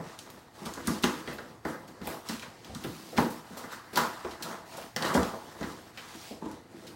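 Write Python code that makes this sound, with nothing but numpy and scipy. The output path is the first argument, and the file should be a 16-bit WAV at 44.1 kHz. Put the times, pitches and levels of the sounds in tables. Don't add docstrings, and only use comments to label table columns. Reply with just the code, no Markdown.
import sys
import numpy as np
from scipy import signal
from scipy.fft import rfft, irfft, next_fast_len
from scipy.io import wavfile
from scipy.ndimage import uniform_filter1d

SR = 44100
rng = np.random.default_rng(int(sys.argv[2]) if len(sys.argv) > 2 else 0)


def generate_wav(sig):
    pcm = np.round(np.clip(np.atleast_2d(sig).T, -1, 1) * 32767).astype(np.int16)
    wavfile.write(sys.argv[1], SR, pcm)


N = 306783

# centre_hz, width_hz, relative_db
BOARDS = [(48, 32, -24), (77.4, 22, 6)]
# centre_hz, width_hz, relative_db
CAVITY = [(156.6, 29.6, -3), (230, 53, -1.5), (315, 43, 2), (350, 58, 0.5)]
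# centre_hz, width_hz, relative_db
PANELS = [(492, 66, -2), (580, 36, -5), (658, 33, -2), (781, 80, -7)]
# centre_hz, width_hz, relative_db
FLAPS = [(855, 50, -2), (970, 73, -3), (1080, 62, -4), (1177, 54, -4), (1296, 70, -3.5), (1446, 89, -3.5),
         (1637, 106, -3), (1836, 100, -2.5), (2036, 112, -2), (2170, 540, -23)]
# start_s, cavity_db, boards_db, panels_db, flaps_db, low_pitch_hz, high_pitch_hz,
# focus_db_per_octave (on high pitch), contact_s
KNOCKS = [(0.0, -37.5, -49, -37.5, -44, 157, 970, 7, .0077),
          (0.618, -37, -59, -49, -47, 238, 867, 19, 0.0042),
          (0.662, -35, -42.5, -40.5, -39.5, 244, 1200, 24, .006),
          (0.773, -37, -46, -40.5, -39, 315, 1190, 8, 0.0032),
          (0.877, -21, -36, -66, -30.5, 206, 1220, 7, 0.0029),
          (1.037, -18.5, -34, -30.5, -23, 269, 1010, 5, 0.0049),
          (1.278, -33.5, -44, -37, -38.5, 249, 859, -9, 0.0044),
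          (1.384, -46, -65, -41.5, -38.5, 340, 1480, 15, 0.0066),
          (1.6503, -28.5, -44, -32, -31, 327, 905, 5.5, 0.0029),
          (2.012, -35.5, -48, -47, -48, 192, 1610, 9, 0.0038),
          (2.073, -35.5, -45, -34.5, -40, 350, 802, 0, 0.0012),
          (2.294, -28, -52, -40.5, -36, 204, 1320, 8, 0.0024),
          (2.428, -46, -59, -45.5, -40, 191, 910, -1, 0.0064),
          (2.696, -40, -40, -43, -62, 154, 810, 7, 0.0065),
          (2.751, -34, -47, -63, -43, 184, 1220, 11, 0.0034),
          (2.843, -30.5, -47, -39, -39, 300, 1400, 18, 0.0063),
          (2.864, -33, -43, -47, -47, 159, 824, 12, 0.0037),
          (3.128, -50, -63, -37.5, -58, 304, 853, 12, 0.013),
          (3.1805, -16.5, -30, -24, -19.5, 196, 870, 10, 0.0028),
          (3.507, -40.5, -62, -48, -65, 222, 824, 14, 0.027),
          (3.569, -43, -65, -39.5, -44, 258, 1080, 25, 0.01),
          (3.639, -40.5, -60, -42.5, -39.5, 242, 1390, 12, 0.0048),
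          (3.717, -58, -68, -59, -43, 212, 1170, 5, 0.014),
          (3.931, -39, -64, -43, -46, 346, 1620, 26, 0.02),
          (3.972, -45, -46, -30, -18.5, 177, 1080, 16, 0.0028),
          (4.247, -32, -44, -33, -36, 355, 1120, 18, 0.006),
          (4.778, -64, -63, -39, -43, 164, 834, 13, 0.003),
          (4.962, -33.5, -64, -31.5, -30, 171, 1880, 12, 0.0026),
          (5.026, -37, -47, -31.5, -32, 172, 880, 0, 0.0058),
          (5.149, -17, -52, -19.5, -23.5, 210, 848, 8, 0.011),
          (5.173, -21.5, -28.5, -41, -25, 196, 1250, 28, 0.0026),
          (5.228, -35, -42, -31, -41, 259, 999, 17, 0.0044),
          (5.334, -39, -57, -34.5, -37, 210, 824, 15, .007),
          (5.61, -29.5, -42, -36, -39, 242, 1010, 3, 0.009),
          (5.63, -34, -48, -48, -37, 156, 1520, 0, 0.016),
          (5.975, -54, -72, -49, -46.5, 320, 1580, 9, .0049),
          (6.147, -41.5, -65, -55, -57, 298, 894, 12, .006),
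          (6.309, -38, -51, -38.5, -58, 248, 810, 16, 0.0031),
          (6.421, -33, -65, -43, -38, 300, 906, 45, 0.012),
          (6.457, -33, -44, -65, -41, 262, 890, 30, 0.0057),
          (6.741, -41, -60, -62, -62, 270, 818, 3, 0.0079)]
KNOCK_ROOM_DB = 1.2


def knocks():
    out = np.zeros(N + SR)
    t = np.arange(SR * 2 // 5) / SR
    for start_s, cavity_db, boards_db, panels_db, flaps_db, low_hz, high_hz, focus_db, contact_s in KNOCKS:
        cavity = focused(CAVITY, low_hz, db_per_octave=15.0)
        flaps = focused(FLAPS, high_hz, focus_db)
        colours = [softened(resonant(BOARDS), hz=109), softened(resonant(cavity), hz=520),
                   softened(resonant(PANELS), hz=920), softened(resonant(flaps), hz=2760)]
        levels_db = [boards_db, cavity_db, panels_db, flaps_db]
        force = contact(t, contact_s, first=1.48, rise=0.1)
        blow = heard(force, colours, levels_db, KNOCK_ROOM_DB, span_s=0.0039)
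        out[round(start_s * SR):][:len(t)] += blow
    return out[:N]


# start_s, level_db, pitch_hz, top_treble_db, contact_s
TICKS = [(0.1895, -32.5, 4700, -44, 0.002), (0.3018, -43.5, 4000, -40.5, .0021),
         (0.7377, -33, 4730, -58, 0.0027), (0.8725, -22, 6900, -60, 0.005),
         (1.0362, -19, 2630, -37, 0.0026), (1.041, -18, 3770, -39, 0.001), (1.1767, -40, 2860, -55, .0037),
         (1.2756, -33, 2870, -49, .003), (1.3835, -38, 2850, -51, 0.0052), (1.651, -39, 4430, -44, 0.007),
         (2.0165, -43, 2810, -63, .0033), (2.073, -31, 2530, -27.5, 0.0022),
         (2.2882, -26, 4500, -32, 0.0087), (2.396, -34.5, 3800, -50, 0.0019),
         (2.6462, -38.5, 3460, -46, 0.0042), (2.7488, -32, 4840, -65, 0.0022),
         (2.8393, -31.5, 2920, -33, 0.011), (3.1775, -20.5, 2470, -46, .004),
         (3.9579, -21.5, 4160, -42, 0.0034), (3.9725, -19, 4030, -18.5, 0.005),
         (4.2482, -38, 2630, -60, 0.0045), (4.4249, -26, 4840, -30, 0.011), (4.8246, -39, 3180, -46, .0033),
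         (4.963, -21.5, 4150, -29.5, 0.0017), (5.0236, -22.5, 3100, -59, 0.0027),
         (5.2314, -29, 2970, -65, 0.00081), (5.6096, -40, 3760, -57, .0038),
         (5.6294, -33, 2870, -42, 0.0053), (5.9747, -29.5, 2470, -40.5, 0.019),
         (6.514, -43, 5300, -59, 0.0042)]


def claw_ticks():
    return touches(TICKS, first=0.47, rise=0.021, spread=1.44, wet_db=-2.0, span_s=0.00078)


# start_s, level_db, pitch_hz, top_treble_db, stroke_s
SWIPES = [(0.652, -32.5, 4360, -50, 0.016), (0.8502, -46, 7800, -58, .023),
          (1.0244, -32.5, 5000, -36, 0.0091), (1.329, -40.5, 2300, -42, .012),
          (1.8765, -47.5, 4370, -50, .0093), (2.42, -35, 2650, -50, 0.013), (3.1633, -32, 2650, -46, .018),
          (3.299, -44, 5400, -40, 0.035), (3.5673, -37, 4400, -37.5, 0.025), (3.712, -40, 4800, -43, .028),
          (3.9295, -39.5, 4030, -41, 0.016), (4.3077, -38.5, 2700, -69, 0.012),
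          (4.769, -39, 5660, -50, 0.0057), (5.0447, -25.5, 2880, -47, 0.031),
          (5.1376, -24.5, 3660, -66, 0.025), (6.8663, -40.5, 4030, -48, 0.015)]


def paw_swipes():
    return touches(SWIPES, first=0.05, rise=0.16, spread=1.8, wet_db=0.0, span_s=0.0014)


def touches(table, first, rise, spread, wet_db, span_s):
    out = np.zeros(N + SR)
    t = np.arange(SR // 4) / SR
    for start_s, level_db, pitch_hz, top_db, contact_s in table:
        colours = [paper(pitch_hz, spread, count=6), resonant([(12400, 13600, 0)])]
        force = contact(t, contact_s, first, rise)
        out[round(start_s * SR):][:len(t)] += heard(force, colours, [level_db, top_db], wet_db, span_s)
    return out[:N]


def paper(hz, spread, count):
    broad = resonant([(hz, spread * hz, 0)])
    patch_hz = hz * np.exp(rng.normal(0, 0.5, count))
    patches = resonant([(c, 150, -.5) for c in patch_hz])
    return lambda f: broad(f) ** 2 * (1 + patches(f))


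# freq_hz, relative_db
SKIN = [(1290, -43), (2200, 0), (3440, -1), (3720, 0), (4410, -0.5), (4770, -0.5), (8500, -8),
        (11000, -20.5), (18700, -120)]
# freq_hz, relative_db
FIBRES = [(4410, -52), (7500, 1.5), (10400, 8), (11600, 13.5), (15200, 7.5), (16000, 19)]
RASP_STOPS_HZ = [700, 1150, 1800]
# level_db of drone, each rasp colour, surface hiss, fine hiss
REST_DB = [-65, -73, -69, -70]
# start_s, rise_s, hold_s, body_drone_db, panel_rasp_db, surface_hiss_db,
# fine_hiss_db, flap_pitch_hz
SLIDES = [(0.0, 0.003, 0.016, -45, -52, -61, -63, 800), (0.023, 0.041, 0.076, -65, -51, -56, -61, 980),
          (0.188, 0.093, 0.12, -53.5, -56.5, -61.5, -64, 850),
          (0.557, 0.069, 0.35, -50, -49.5, -53.5, -57, 940),
          (0.855, 0.022, 0.072, -42.5, -44, -47, -59, 1020),
          (1.04, 0.051, 0.11, -44, -45.5, -51, -53, 1180), (1.255, 0.025, .04, -42.5, -46, -51, -55, 970),
          (1.385, .03, 0.099, -52, -55.5, -63, -63, 800), (1.66, 0.017, 0.031, -41, -41, -53, -49.5, 1000),
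          (1.8, 0.041, 0.18, -52.5, -58, -66, -73, 920),
          (2.039, 0.037, 0.05, -44.5, -43.5, -49, -47.5, 770),
          (2.267, 0.039, 0.03, -51, -50, -45, -49, 1120),
          (2.444, 0.044, 0.18, -55.5, -60.5, -61.5, -67, 890),
          (2.643, 0.041, 0.21, -55, -56.5, -57, -64, 900),
          (2.808, 0.032, 0.31, -52, -55.5, -53.5, -53, 1030),
          (3.175, 0.014, 0.012, -30, -36.5, -43, -39.5, 945),
          (3.284, 0.03, 0.071, -53.5, -51.5, -55.5, -57, 930),
          (3.46, 0.15, 0.048, -59, -48.5, -55, -55, 1050),
          (3.695, 0.029, 0.026, -51.5, -44, -51.5, -59, 1240),
          (3.835, .05, .06, -59, -56, -63.5, -62, 1100), (3.959, 0.018, 0.026, -34, -31, -38.5, -54, 950),
          (4.083, 0.026, 0.23, -57.5, -48.5, -55.5, -57.5, 940),
          (4.414, 0.048, 0.065, -44, -41, -50, -54, 910), (4.666, 0.061, 0.12, -53, -50.5, -53, -53, 830),
          (5.014, 0.038, 0.077, -35, -33.5, -46, -46, 1040),
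          (5.135, 0.025, 0.12, -56, -43, -48, -47.5, 850), (5.32, 0.03, 0.28, -53, -53.5, -57.5, -59, 900),
          (5.593, .06, 0.07, -46, -50.5, -53, -55, 1100), (5.736, 0.043, 0.11, -55.5, -60, -61, -61, 950),
          (5.948, 0.057, 0.11, -57, -52.5, -54.5, -58, 1260),
          (6.102, 0.13, 0.066, -58.5, -55.5, -50, -53, 780),
          (6.42, 0.033, .08, -45.5, -53, -58.5, -64, 910), (6.709, 0.14, 0.067, -49.5, -56, -59, -62, 900)]


def rubbing():
    drone_db, rasp_db, hiss_db, fine_db, pitch_hz = np.transpose(SLIDES)[3:]
    power = strokes()

    def gain(db, rest_db, share=1):
        level = np.sqrt((share * amp(db)) ** 2 @ power + amp(2 * rest_db))
        return np.interp(np.arange(N) / 64, np.arange(power.shape[1]), level)

    coarse = grit(per_second=900, spread_db=2.0, smooth=1.0)
    fine = grit(per_second=2700, spread_db=5.0, smooth=2.2)

    place = np.interp(pitch_hz, RASP_STOPS_HZ, np.arange(len(RASP_STOPS_HZ)))
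    rasp = np.zeros(N)
    for k, hz in enumerate(RASP_STOPS_HZ):
        share = np.clip(1 - abs(place - k), 0, 1)
        colour = resonant(focused(PANELS[2:] + FLAPS, hz, db_per_octave=13.6))
        rasp += gain(rasp_db, REST_DB[1], share) * unit(filtered(coarse, colour))

    drone = filtered(coarse, softened(resonant(CAVITY + PANELS[:2]), hz=830))
    hiss = patchy(filtered(fine, coloured(SKIN)), depth_db=1.5)
    fine_hiss = patchy(filtered(fine, coloured(FIBRES)), depth_db=1.5)
    return (patchy(rasp, depth_db=2.0) + gain(drone_db, REST_DB[0]) * unit(drone)
            + gain(hiss_db, REST_DB[2]) * unit(hiss) + gain(fine_db, REST_DB[3]) * unit(fine_hiss))


SET_OFF_DB_PER_S = 350
RISE_DB = 6
SETTLE_DB_PER_S = 121.5


def strokes():
    start_s, rise_s, hold_s = np.transpose(SLIDES)[:3, :, None]
    t = np.arange(0, N + 64, 64) / SR - start_s
    db = -SET_OFF_DB_PER_S * np.clip(-t, 0, None)
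    db = db - RISE_DB * np.clip(1 - t / rise_s, 0, None)
    db = db - SETTLE_DB_PER_S * np.clip(t - rise_s - hold_s, 0, None)
    return amp(2 * db)


def grit(per_second, spread_db, smooth):
    size_db = spread_db * np.minimum(rng.exponential(size=N), 3)
    caught = rng.random(N) < per_second / SR
    clicks = caught * rng.standard_normal(N) * amp(size_db)
    return unit(clicks) + smooth * rng.standard_normal(N)


def patchy(x, depth_db):
    z = signal.stft(x, nperseg=256)[2]
    field = uniform_filter1d(rng.standard_normal(z.shape), size=3, axis=0)
    field = uniform_filter1d(field, size=16, axis=1)
    return signal.istft(z * amp(depth_db * unit(field)), nperseg=256)[1][:N]


def contact(t, seconds, first, rise):
    swell = 1 - np.exp(-t / (rise * seconds))
    rattle = rng.standard_normal(len(t)) * np.exp(-t / seconds) * swell
    return first * (t == 0) + rattle / np.linalg.norm(rattle)


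WALL_S, WALL_DB = .005, -8.5


def heard(force, colours, levels_db, wet_db, span_s):
    direct = force + amp(WALL_DB) * np.roll(force, round(WALL_S * SR))
    paths = np.array([direct, room_tail(len(force))])
    parts = np.array([filtered(paths, c) for c in colours])
    parts = parts / np.linalg.norm(parts, axis=2, keepdims=True)
    return np.sqrt(span_s * SR) * amp(levels_db) @ (parts[:, 0] + amp(wet_db) * parts[:, 1])


# freq_hz, t60_s
ROOM = [(70, 0.24), (250, 0.32), (1000, 0.4), (4000, 0.31), (12000, 0.44)]


def room_tail(n):
    hz, t, z = signal.stft(rng.standard_normal(n), SR, nperseg=256)
    decay = amp(-60 * t / along(ROOM, hz)[:, None])
    tail = signal.istft(z * decay, SR, nperseg=256)[1]
    return np.pad(tail, (round(.005 * SR), 0))[:n]


# freq_hz, relative_db
AIR = [(18, -52), (30, 4), (61, -2.5), (106, 6.5), (170, -8.5), (632, -13), (702, -1), (1010, -10),
       (1100, -17), (2290, -22), (16000, -65)]
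AIR_DB = -59.5
# freq_hz, rms_db before the final filter
HUM = [(92, -83), (120, -71)]


def room_tone():
    t = np.arange(N) / SR
    hum = sum(amp(db) * np.sqrt(2) * np.sin(2 * np.pi * hz * t) for hz, db in HUM)
    return amp(AIR_DB) * unit(filtered(rng.standard_normal(N), coloured(AIR))) + hum


def amp(db):
    return 10 ** (np.asarray(db) / 20)


def unit(x):
    return x / np.sqrt(np.mean(x ** 2) + 1e-20)


def along(points, hz):
    f, v = np.transpose(points)
    return np.interp(np.log(hz + 1), np.log(f + 1), v)


def filtered(x, response):
    m = next_fast_len(x.shape[-1] + 8192)
    return irfft(rfft(x, m) * response(np.fft.rfftfreq(m, 1 / SR)), m)[..., :x.shape[-1]]


def resonant(modes):
    return lambda f: sum((-1) ** k * amp(db) * 1j * f * w / (c * c - f * f + 1j * f * w)
                         for k, (c, w, db) in enumerate(modes))


def focused(modes, hz, db_per_octave):
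    return [(c, w, db - db_per_octave * abs(np.log2(c / hz))) for c, w, db in modes]


def softened(response, hz):
    return lambda f: response(f) / (1 + 1j * f / hz) ** 2


def coloured(points):
    return lambda f: amp(along(points, f))


def scene():
    return (knocks() + claw_ticks() + paw_swipes() + rubbing() + room_tone())[None]


TOP_HZ = 15850


def record(dry):
    return filtered(dry, lambda hz: (hz < TOP_HZ) * hz ** 6 / (hz ** 6 + 44 ** 6))


dry = scene()
out = record(dry)
generate_wav(out)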